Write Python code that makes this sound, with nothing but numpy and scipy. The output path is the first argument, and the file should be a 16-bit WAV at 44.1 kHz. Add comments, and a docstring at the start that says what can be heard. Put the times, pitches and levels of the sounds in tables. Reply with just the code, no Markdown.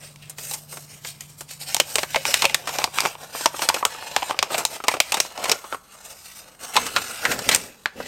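"""Unfolding a creased paper leaflet

Two hands unfold a leaflet over a desk, heard close up in a quiet room. Creases and panels snap:
noise bursts with a crack, coloured by two resonances. Fingers and folds slide with a grainy hiss of noise
and tiny rings; the half-open fold pops as gliding sines, with dull knocks. Moving paper pushes low noise
puffs. A hum, rumble and room noise lie under it; the highest peaks flatten at a soft ceiling."""
import sys
import numpy as np
from scipy import signal
from scipy.fft import rfft, irfft
from scipy.io import wavfile
from scipy.ndimage import uniform_filter1d, map_coordinates

SR = 44100
rng = np.random.default_rng(int(sys.argv[2]) if len(sys.argv) > 2 else 0)


def store_wav(level_fs):
    """Save 16-bit WAV to argv[1]."""
    pcm = np.round(np.clip(np.atleast_2d(level_fs), -1, 1) * 32767)
    wavfile.write(sys.argv[1], SR, pcm.T.astype(np.int16))


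N = 356239

# room noise spectrum: (frequency [Hz], relative level [dB])
FLOOR_COLOUR = [(20, -3.5), (60, 7), (120, -3), (165, 1.5), (195, 9.5), (250, -1.5), (600, -2), (1200, 0),
                (2500, -21), (8000, -32), (16000, -32)]
# low rumble spectrum: (frequency [Hz], relative level [dB])
RUMBLE_COLOUR = [(20, -20), (60, -17), (95, -1.5), (150, 0), (260, -13.5), (600, -30)]
# room decay: (frequency [Hz], t60 [s])
ROOM_T60 = [(200, 0.18), (1000, 0.39), (4000, 0.29), (9000, 0.35), (16000, 0.76)]
# pushed air spectrum: (frequency [Hz], relative level [dB])
AIR_COLOUR = [(15, -21), (40, -1), (80, 9.5), (140, 3.5), (240, -11), (500, -30), (1500, -77)]
# sheet flutter spectrum: (frequency [Hz], relative level [dB])
FLUTTER_COLOUR = [(40, -15), (110, -5), (170, -9.5), (240, 0.5), (330, -7), (500, -1.5), (1500, -53)]
# swings of the loose open sheet: (time [s], length [s], level [dB])
SWINGS = [(6.74, 0.09, -39), (6.916, 0.048, -41.5), (7.26, 0.053, -33.5), (7.451, 0.059, -32.5),
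          (7.942, 0.04, -38.5)]
# slides of paper on skin or on itself:
# (time [s], length [s], friction [dB], swell start to end [dB], body [dB], edge [dB])
STROKES = [(0, 0.081, -26.5, -9, 0, -4.5), (0.157, 0.075, -40.5, 17, -11, -11),
           (.25, 0.056, -36.5, 4, 5, -9), (0.362, .19, -28.5, 1.5, 2.5, 6), (.58, 0.077, -44, -11, 8, 14),
           (0.68, 0.16, -34.5, -11, 4, 6.5), (.865, 0.16, -38, -4, -1, -0.5),
           (1.033, 0.076, -23.5, -9, -5, -1.5), (1.183, 0.054, -31, -3, -7, -2.5),
           (1.265, 0.069, -44.5, -3, -5, 6), (1.368, 0.016, -37, 5, 1, 15.5),
           (1.476, 0.032, -23, 3, -6, -1), (1.586, 0.023, -29, 15, -1.5, 1),
           (1.661, 0.082, -17.5, -17, -8.5, -3), (1.742, 0.064, -22, -1, -17, -10),
           (1.834, 0.21, -27, 2.5, 2, 1.5), (2.078, 0.19, -23, -6, -5.5, -4.5),
           (2.238, 0.21, -13.5, -8, -3.5, -7), (2.47, 0.22, -27.5, -12, 2, -9),
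           (2.639, 0.19, -21.5, 9, 0.5, -5), (2.919, 0.16, -17.5, -0.5, 1, -5.5),
           (3.172, 0.17, -32.5, -10, 6.5, -1.5), (3.319, 0.14, -21, -4, 2.5, -2),
           (3.507, 0.14, -22.5, 9, 1, -2.5), (3.703, 0.098, -24.5, 2.5, 7, -3.5),
           (3.88, 0.31, -21.5, -1.5, 2, -10.5), (4.175, 0.13, -24, 3.5, 1, -6.5),
           (4.334, .15, -30.5, -4, 7.5, -11), (4.481, .115, -18.5, 3.5, 4.5, -6),
           (4.672, 0.073, -24.5, 9, 3.5, -4.5), (4.864, 0.063, -18, -6, -1, -7.5),
           (5.019, 0.24, -24.5, 4, -3.5, -7), (5.25, 0.12, -33.5, 5, -2, -9),
           (5.34, 0.18, -21.5, 7, 6.5, -7.5), (5.522, 0.22, -34.5, 3, 2, 1), (5.877, 0.13, -38, 3, 1, -3),
           (6.02, 0.11, -30.5, -4, 3.5, 1), (6.152, 0.25, -35, 5.5, -9, 1),
           (6.385, 0.14, -37, -12, 8.5, -5), (6.584, .16, -27.5, -4.5, 2.5, -0.5),
           (6.715, 0.21, -22, -2.5, -5, -3), (6.926, 0.31, -23.5, -1, -3, -3),
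           (7.195, 0.13, -18, 8.5, 3.5, -5.5), (7.35, 0.19, -22, 10, 3, -3),
           (7.58, .13, -29, -15.5, 5.5, -1.5), (7.68, .05, -30.5, -11, -4, -12),
           (7.858, .08, -44, -3, 11, -14), (7.944, 0.16, -26, 8, 3, -8.5)]
# sliding spectrum: (frequency [Hz], relative level [dB])
SLIDE_COLOUR = [(200, -7.5), (380, -8.5), (550, -7.5), (920, -7), (1300, -12), (1750, -11.5), (2450, -11.5),
                (3400, -9), (5500, -5.5), (7400, -6.5), (8700, -2.5), (10100, -15), (12800, -8),
                (15500, -20)]
# tuning of the rubbed sheet by grip and opening:
# (time [s], bass corner [Hz], panel resonance [Hz], resonance height [dB])
GRIP = [(0, 220, 910, -12), (1.45, 200, 900, -7), (1.7, 200, 800, 4), (2.3, 210, 540, -3),
        (3.0, 403, 1090, 6), (3.5, 430, 1520, 2.5), (4.05, 473, 840, 6), (4.6, 269, 1350, 6.5),
        (5.3, 230, 1210, 5), (5.75, 302, 1320, 17.5), (6.1, 330, 1210, 8), (6.5, 300, 1240, 12.5),
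        (7.1, 191, 1370, 14.5), (7.5, 150, 1750, 6)]
# span of the knocks of half-open panels on the fingers: (start [s], end [s])
KNOCK_SPAN_S = (2.4, 5.6)
# hollow pops of the half-open fold: (time [s], level [dB], settled pitch [Hz])
POPS = [(2.16, -12.5, 545), (2.286, -23.5, 556), (2.454, -18.5, 544)]
# snaps of creases and panels: (time [s], relative strength [dB], nominal mid-band t60 [s],
# body [dB], edge [dB], panel resonance [Hz], crease resonance [Hz])
SNAPS = [(.1596, -9.5, 0.015, -18, 2, 900, 2260), (.2967, -16.5, .07, 8, 30.5, 1600, 2750),
         (.384, -3, 0.055, 2, 11, 1820, 2770), (0.512, 0.5, 0.034, 0, 13, 880, 3950),
         (0.536, 2, 0.083, -5, 17.5, 920, 2070), (0.726, -8, 0.083, 9, 11, 1330, 2160),
         (0.7721, -5, 0.036, 8.5, 8, 1500, 2460), (1.0482, 2, 0.039, -2, 1, 1900, 4600),
         (1.2076, -4.5, 0.029, -19, 12.5, 1900, 6690), (1.408, -6, 0.046, 9, 17, 1570, 2800),
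         (1.7456, 14.5, 0.02, -7.5, 13.5, 774, 3600), (1.7665, 12, .009, -5.5, 5, 870, 5930),
         (1.8, 24, 0.029, -5.5, 3.5, 525, 3000), (1.9564, 22.5, 0.023, -12.5, -0.5, 460, 8030),
         (1.984, 17, .015, -5, -3.5, 605, 2070), (1.9895, 15, .024, -13, -6, 805, 4970),
         (2.0323, 11.5, 0.031, 4, -0.5, 1820, 4270), (2.1457, 18, .016, -14, -17, 850, 2050),
         (2.1596, 22.5, 0.029, -3.5, -8.5, 540, 2120), (2.2534, 17.5, 0.016, -14, -6, 980, 2350),
         (2.3415, 23, 0.015, -11, 5.5, 1930, 3540), (2.4208, 22, .039, -13.5, -2.5, 940, 3900),
         (2.4424, 16.5, 0.042, 2.5, -2, 870, 2460), (2.4533, 24.5, .019, -11.5, -1.5, 570, 2610),
         (2.4971, 11.5, 0.017, -18, -7, 840, 2060), (2.545, 19.5, .025, -9, 7, 1820, 3770),
         (2.6731, 11.5, .1, -1, 1.5, 1220, 1880), (2.6917, 6, 0.022, 1, 5, 930, 1890),
         (2.7572, -8, 0.0091, 14, -4, 1390, 3660), (2.786, 13.5, 0.022, 1.5, 1, 770, 5650),
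         (2.8185, 5, 0.011, 2, -6, 1110, 2330), (2.8412, 20.5, 0.02, -5.5, 0, 840, 4660),
         (2.875, -9.5, .013, 16, -6, 1110, 2350), (2.9862, 21, 0.0054, -15, -8.5, 1240, 2360),
         (3.0053, 15.5, .009, -14, 6, 890, 4930), (3.021, 0, .012, 7, 0, 1040, 2450),
         (3.0336, -2.5, 0.069, 18.5, -3, 1330, 2550), (3.0529, 11.5, 0.013, 8, -2, 1400, 2090),
         (3.058, 15.5, 0.023, 1, -6, 940, 2450), (3.153, -3.5, 0.0098, 0.5, -12, 910, 3000),
         (3.3499, -6.5, 0.022, 19, -7, 1260, 2770), (3.4093, -5.5, 0.022, 15.5, 2, 1000, 2500),
         (3.4583, 23.5, .026, -0.5, -0.5, 970, 5600), (3.543, -4.5, 0.035, 14, -13, 1290, 2660),
         (3.593, 5, 0.03, 3.5, 1, 900, 2980), (3.62, 11.5, .078, 4.5, 5, 1460, 4430),
         (3.6888, 21, 0.029, -3, 7, 1410, 4730), (3.6998, 16.5, 0.0085, -7.5, -17, 974, 1840),
         (3.7432, 14, 0.038, -1.5, 3.5, 507, 2600), (3.7632, 4.5, 0.049, 7.5, -5, 1310, 5560),
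         (3.8276, 5.5, 0.0096, 6.5, -24, 1070, 1870), (3.8517, 19, 0.016, -1, 8, 1260, 3100),
         (4.164, 23, 0.014, -6.5, -2.5, 845, 1690), (4.2223, 7, 0.019, 1, -15, 820, 2880),
         (4.229, 10, 0.014, -4, -9, 900, 3120), (4.2943, 6, 0.1, 6, -5, 890, 3950),
         (4.3095, 10, 0.01, 6, -8, 1210, 3000), (4.3442, -5, 0.013, 9, -12, 1130, 3000),
         (4.39, 23, 0.021, -19.5, -8.5, 533, 4830), (4.4275, 20.5, 0.02, -4.5, -2, 1050, 5770),
         (4.5032, 0.5, .09, 12.5, -1, 1270, 2450), (4.5447, 17.5, 0.042, -8, -13, 640, 4270),
         (4.5804, 8.5, .12, 7, 14, 1450, 2480), (4.6515, 15, 0.013, -6.5, 11.5, 880, 3940),
         (4.8025, -5.5, 0.022, 10.5, -16, 1290, 2300), (4.839, 4.5, 0.055, 7.5, 3.5, 1230, 2770),
         (4.8828, 23.5, 0.031, -4, 2, 960, 2040), (4.915, 5, .014, -3, -2, 590, 2350),
         (4.9392, 8, 0.054, 11, 2, 1260, 2550), (4.968, 1.5, 0.03, 5.5, -4, 620, 2770),
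         (5.0022, 26, 0.019, -12, 2, 615, 2530), (5.121, 16.5, 0.04, -6.5, 5.5, 900, 2650),
         (5.142, 15.5, .048, -2.5, 5, 900, 3700), (5.17, 7, 0.084, 9.5, 7, 1670, 2400),
         (5.2019, 22, .02, -10.5, 4, 537, 5900), (5.3768, 4.5, 0.02, -6, -5, 840, 5990),
         (5.4411, 12, 0.045, -4, 4.5, 515, 2400), (5.4555, 12, 0.043, -4.5, -3, 950, 1880),
         (5.496, 17.5, 0.026, -4, 2, 444, 5350), (5.5161, 22.5, 0.041, -7.5, 3.5, 430, 5440),
         (5.642, -5, 0.049, 8, -8, 1110, 4270), (5.7256, 5, .039, 8, -12, 1350, 3560),
         (5.746, 0, 0.021, 7.5, -12, 1220, 1880), (6.7565, 13.5, 0.1, 4, -2, 920, 3060),
         (6.7657, 25.5, .05, -5.5, -3.5, 1035, 3870), (6.866, 7.5, 0.058, -3, 7.5, 1190, 1970),
         (6.9632, 23, 0.065, -8, -6.5, 1400, 4220), (7.2524, 19.5, 0.044, -4, -4.5, 1640, 2060),
         (7.316, 12, 0.053, 1, 4.5, 1780, 2420), (7.391, 4.5, 0.032, 6, 7.5, 1520, 5000),
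         (7.4901, 21, 0.046, -3, 6.5, 1800, 3330), (7.5134, 20, 0.16, -5.5, 1, 1770, 4110),
         (7.5477, 21, 0.021, -14, 9, 506, 8100), (7.5604, 2.5, 0.014, 2, 20, 1820, 5960),
         (7.8582, 16.5, 0.015, -6, -12.5, 1660, 4270), (8.002, -7, 0.04, 24, -7, 1530, 1990)]
# snap spectrum: (frequency [Hz], relative level [dB])
SNAP_COLOUR = [(200, -10), (350, -5.5), (550, -2), (900, -1.5), (1300, -5), (1700, -8.5), (2300, -3.5),
               (4000, -7.5), (6500, -9.5), (8700, -11), (10200, -21.5), (12700, -18), (15500, -30.5)]
# tilt corners: (full body [Hz], neutral [Hz], full edge [Hz])
TILT_HZ = [500, 2500, 9000]

FLOOR_DB = -59
HUM_HZ, HUM_DB, HUM_FADE_FROM_S, HUM_FADE_DB_PER_S = 148, -52, 2.25, 5.5
RUMBLE_DB = -3.5  # relative to the hum
DRAFT_DB, DRAFT_SLOPE = -47.5, 0.63  # level at 0 dB friction; dB per dB of friction
PUFF_DB, PUFF_SLOPE = -54.5, 0.44  # level at 0 dB snap strength; dB per dB of strength
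PUFF_RISE_S, PUFF_T60_S = 0.0066, 0.096
SWING_RISE_S, SWING_T60_S = 0.043, 0.56
STROKE_RISE_S, STROKE_T60_S = 0.042, 0.23  # the grip gives way, then the paper coasts to rest
RESTING_DB = -47  # friction of a sheet that is only held
RUB_CREASE_HZ, RUB_CREASE_DB = 2500, 5.5
KNOCKS_PER_S, KNOCK_DB, KNOCK_SPREAD_DB = 9, 12.5, 4.5  # dB above friction; +/- dB
KNOCK_T60_S, KNOCK_BODY_DB, KNOCK_EDGE_DB, KNOCK_PANEL_HZ = .01, 8, -11, (825, 1550)
PANEL_DB, CREASE_DB = 10, 7  # base panel and crease resonance heights of a snap
BLUNT_SLOPE = 0.52  # panel dB gained per dB of edge below 0
EDGE_HZ = 16100  # band limit


def amp(db):
    """Decibels to gain."""
    return 10 ** (np.asarray(db) / 20)


def evened(x):
    """Scales to rms 1."""
    return x / np.sqrt(np.mean(x ** 2) + 1e-20)


def read(points, hz):
    """Interpolates a spectrum table on a log-frequency axis."""
    f, value = np.transpose(points)
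    return np.interp(np.log(hz + 1), np.log(f + 1), value)


def follow(rows, t):
    """Columns of a curve table at the times t."""
    s, *columns = np.transpose(rows)
    return [np.interp(t, s, column) for column in columns]


def add(mix, s, sound):
    """Mixes a sound in at time s."""
    part = mix[max(round(s * SR), 0):][:len(sound)]
    part += sound[:len(part)]


def noise(colour):
    """Noise of rms 1 with the given spectrum."""
    gain = amp(read(colour, np.fft.rfftfreq(N, 1 / SR)))
    return evened(irfft(rfft(rng.standard_normal(N)) * gain, N))


def wander(rate_hz):
    """Smooth chance of rms 1, low-passed near the given rate."""
    gain = 1 / (1 + (np.fft.rfftfreq(N, 1 / SR) / rate_hz) ** 4)
    return evened(irfft(rfft(rng.standard_normal(N)) * gain, N))


def gesture(u, length, rise_s, t60):
    """Attack, hold and release, u seconds after the start."""
    return np.clip(u / rise_s, 0, 1) * amp(-60 * np.maximum(u - length, 0) / t60)


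def causal(db):
    """Minimum-phase response with this gain: nothing sounds before the blow."""
    log_gain = np.log(amp(np.r_[db, db[-2:0:-1]]))
    return np.exp(np.conj(signal.hilbert(log_gain)))[:len(db)]


def tilt(hz, body_db, edge_db):
    """Wide loose panels add body; stiff edges add treble."""
    body_share = read(list(zip(TILT_HZ, [1, 0, 0])), hz)
    edge_share = read(list(zip(TILT_HZ, [0, 0, 1])), hz)
    return body_db * body_share + edge_db * edge_share


def bump(hz, centre_hz, width):
    """Resonance of height 1; half-width is a share of its centre."""
    return 1 / (1 + ((hz - centre_hz) / (width * centre_hz)) ** 2)


def leak(hz, corner_hz):
    """Air slips round a small sheet, so it radiates little bass (dB)."""
    return -10 * np.log10(1 + (corner_hz / (hz + 1)) ** 4)


def background(drift_rad=0.34):
    """Room noise, a low hum wavering in phase and level, and rumble that fades with it."""
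    t = np.arange(N) / SR
    hum_db = HUM_DB - HUM_FADE_DB_PER_S * np.maximum(t - HUM_FADE_FROM_S, 0)
    waver = 1 + .2 * wander(rate_hz=5)
    phase = 2 * np.pi * HUM_HZ * t + drift_rad * wander(rate_hz=4)
    hum = np.sqrt(2) * np.sin(phase) * waver
    rumble = amp(RUMBLE_DB) * noise(RUMBLE_COLOUR)
    return amp(hum_db) * (hum + rumble) + amp(FLOOR_DB) * noise(FLOOR_COLOUR)


def room(x, onset_s=0.0052, size=22050):
    """A small furnished room: a faint noise tail with a frequency-dependent decay."""
    hz, t, z = signal.stft(rng.standard_normal(size), SR, nperseg=256)
    decay = amp(-60 * t / read(ROOM_T60, hz)[:, None])
    tail = signal.istft(z * decay, SR, nperseg=256)[1][:size]
    tail = tail * np.clip(np.arange(size) / SR / onset_s - .5, 0, 1)  # silent for half of onset_s
    return signal.fftconvolve(x, tail / np.linalg.norm(tail))[:N]


def friction(t):
    """Level, body and edge (dB) of the sliding at times t; overlapping strokes add in power."""
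    s, length, level_db, swell_db, body_db, edge_db = np.transpose(STROKES)[:, :, None]
    progress = np.clip((t - s) / length, 0, 1)
    level = amp(level_db + swell_db * (progress - .5))
    power = (level * gesture(t - s, length, STROKE_RISE_S, STROKE_T60_S)) ** 2
    total = power.sum(0) + amp(RESTING_DB) ** 2
    return 10 * np.log10(total), (power * body_db).sum(0) / total, (power * edge_db).sum(0) / total


def air(lumpy_db=2, gusty_db=2, size=128):
    """Slides and snaps push soft low puffs; the open sheet flutters lumpily as it is turned over."""
    t = np.arange(0, N, size) / SR
    draft_power = amp(DRAFT_DB + DRAFT_SLOPE * friction(t)[0]) ** 2
    puff_power, swing_level = np.zeros(len(t)), np.zeros(len(t))
    for s, strength_db, *_ in SNAPS:
        puff = amp(PUFF_DB + PUFF_SLOPE * strength_db) * gesture(t - s, 0, PUFF_RISE_S, PUFF_T60_S)
        puff_power += puff ** 2
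    for s, length, level_db in SWINGS:
        swing_level += amp(level_db) * gesture(t - s, length, SWING_RISE_S, SWING_T60_S)
    times = np.arange(N) / SR
    push = np.interp(times, t, np.sqrt(draft_power + puff_power))
    swing = np.interp(times, t, swing_level)
    puffs = push * amp(gusty_db * wander(rate_hz=12)) * noise(AIR_COLOUR)
    flutter = swing * amp(lumpy_db * wander(rate_hz=37)) * noise(FLUTTER_COLOUR)
    return puffs + flutter


def grains(per_s, spread_db, low_hz, high_hz, cycles, count=24, size=900):
    """Tiny slips of uneven size, each a brief decaying ring at one spot of the sheet."""
    t, out = np.arange(size) / SR, np.zeros(N + size)
    at = np.flatnonzero(rng.random(N) < per_s / SR)
    heights = amp(spread_db * np.minimum(rng.exponential(1, N), 4)) * rng.choice([-1, 1], N)
    spots = rng.integers(0, count, N)
    hz = np.geomspace(low_hz, high_hz, count)[:, None]
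    rings = np.sin(2 * np.pi * hz * t) * np.exp(-t * hz / cycles) * hz / high_hz
    np.add.at(out, at[:, None] + np.arange(size), heights[at, None] * rings[spots[at]])
    return evened(out[:N])


def folds(x, share=0.23, drift=0.0823, count=5):
    """Fingers, folds and desk reflect within milliseconds; paths drift as the hands move."""
    n, out = np.arange(N), x
    for delay_s in np.geomspace(.0009, .006, count) * rng.uniform(0.859, 1.15, count):
        delay = delay_s * SR * np.exp(drift * wander(rate_hz=0.74))
        out = out + share * rng.choice([-1, 1]) * map_coordinates(x, [n - delay], order=3)
    return evened(out)


def sliding(fizz_db=-8, crinkle_db=-22, ticks_db=-20, judder_db=1.6, lumpy_db=1.48, patchy_db=2.16):
    """Fibres catch and let go: hiss, fizz, soft crinkles and stray ticks, coloured by the sheet."""
    fizz = grains(per_s=700, spread_db=2.0, low_hz=2030, high_hz=14100, cycles=0.16)
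    crinkles = grains(per_s=61, spread_db=4, low_hz=553, high_hz=1570, cycles=1.8)
    ticks = grains(per_s=21, spread_db=2, low_hz=1480, high_hz=7960, cycles=0.95)
    stick_slip = amp(judder_db * wander(rate_hz=76) + lumpy_db * wander(rate_hz=27))
    drive = (rng.standard_normal(N) + amp(fizz_db) * fizz) * stick_slip
    drive = drive + amp(crinkle_db) * crinkles + amp(ticks_db) * ticks
    hz, t, z = signal.stft(folds(drive), SR, nperseg=512, noverlap=384)
    hz = hz[:, None]
    friction_db, body_db, edge_db = friction(t)
    bass_hz, panel_hz, panel_db = follow(GRIP, t)
    patches = uniform_filter1d(rng.standard_normal(z.shape), size=9, axis=0)
    patches = evened(uniform_filter1d(patches, size=30, axis=1))
    db = friction_db + read(SLIDE_COLOUR, hz) + tilt(hz, body_db, edge_db)
    db = db + leak(hz, bass_hz) + patchy_db * patches
    db = db + panel_db * bump(hz, panel_hz, width=0.15)
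    db = db + RUB_CREASE_DB * bump(hz, RUB_CREASE_HZ, width=0.2)
    return signal.istft(z * amp(db), SR, nperseg=512, noverlap=384)[1][:N]


def pocket(t60=0.094, sag=0.019, sag_s=0.014):
    """A buckling panel rings the air in the half-open fold; pitch sags as the fold widens."""
    t, out = np.arange(SR // 2) / SR, np.zeros(N)
    for s, level_db, hz in POPS:
        turns = np.cumsum(hz * (1 + sag * np.exp(-t / sag_s))) / SR
        add(out, s, amp(level_db - 60 * t / t60) * np.sin(2 * np.pi * turns))
    return out


def knocks():
    """Small dull bucklings, one at a chance moment of each time slot, louder with more friction."""
    out = np.zeros(N)
    slots = np.arange(*KNOCK_SPAN_S, 1 / KNOCKS_PER_S)
    for slot_s, (late, force, panel) in zip(slots, rng.random((len(slots), 3))):
        s = slot_s + late / KNOCKS_PER_S
        strength_db = friction(s)[0][0] + KNOCK_DB + KNOCK_SPREAD_DB * (2 * force - 1)
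        panel_hz = np.interp(panel, [0, 1], KNOCK_PANEL_HZ)
        add(out, s, snap(strength_db, KNOCK_T60_S, KNOCK_BODY_DB, KNOCK_EDGE_DB, panel_hz, RUB_CREASE_HZ))
    return out


def snap(strength_db, t60, body_db, edge_db, panel_hz, crease_hz,
         crack=3.17, after_db=-19, after_t60=0.099, size=4096):
    """A crease flips with a crack: bending waves race round the sheet and die, the slow low ones last."""
    t, hz = np.arange(size) / SR, np.fft.rfftfreq(size, 1 / SR)
    waves, echoes = rng.standard_normal((2, size))
    low, not_high = (irfft(rfft(waves) / (1 + (hz / split_hz) ** 4)) for split_hz in (1500, 7000))
    decay_db = -60 * t / max(t60, .006)
    burst = low * amp(decay_db / 1.52)
    burst = burst + (not_high - low) * amp(decay_db)
    burst = burst + (waves - not_high) * amp(decay_db / 0.74)
    # the rest of the sheet shivers
    burst = burst + echoes * amp(after_db - 60 * t / after_t60) * (1 - np.exp(-t / 0.0035))
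    spectrum = rfft(burst + crack * signal.unit_impulse(size))
    # even out broad regions; narrow chance resonances stay, more so in the treble
    fine, broad = (uniform_filter1d(abs(spectrum) ** 2, size=bins) for bins in (31, 121))
    fine_share = 1 / (1 + (hz / 1800) ** 4)
    power = uniform_filter1d(fine_share * fine + (1 - fine_share) * broad, size=21)
    spread_db = 10 * np.log10(power + 1e-12)
    db = strength_db + read(SNAP_COLOUR, hz) + tilt(hz, body_db, edge_db) + leak(hz, corner_hz=202)
    panel_db = PANEL_DB + BLUNT_SLOPE * max(-edge_db, 0)  # a blunt snap rings its panel more
    db = db + panel_db * bump(hz, panel_hz, width=0.2) + CREASE_DB * bump(hz, crease_hz, width=0.1)
    return irfft(spectrum * causal(db - spread_db))


def snaps():
    """The listed bucklings of creases and panels."""
    out = np.zeros(N)
    for s, *shape in SNAPS:
        add(out, s, snap(*shape))
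    return out


def scene(snap_db=0.5, slide_db=-1.23, room_db=-18):
    """Leaflet, its room, air and background, in one channel."""
    paper = amp(snap_db) * snaps() + knocks() + pocket() + amp(slide_db) * sliding()
    return (paper + amp(room_db) * room(paper) + air() + background())[None]


def record(dry, ceiling=1.0):
    """Flattens the sharpest peaks at a soft ceiling, then limits the band."""
    flattened = dry / (1 + (dry / ceiling) ** 6) ** (1 / 6)
    low_pass = signal.firwin(255, EDGE_HZ, window=("kaiser", 7), fs=SR)
    return signal.oaconvolve(flattened, low_pass[None], "same")


dry = scene()
out = record(dry)
store_wav(out)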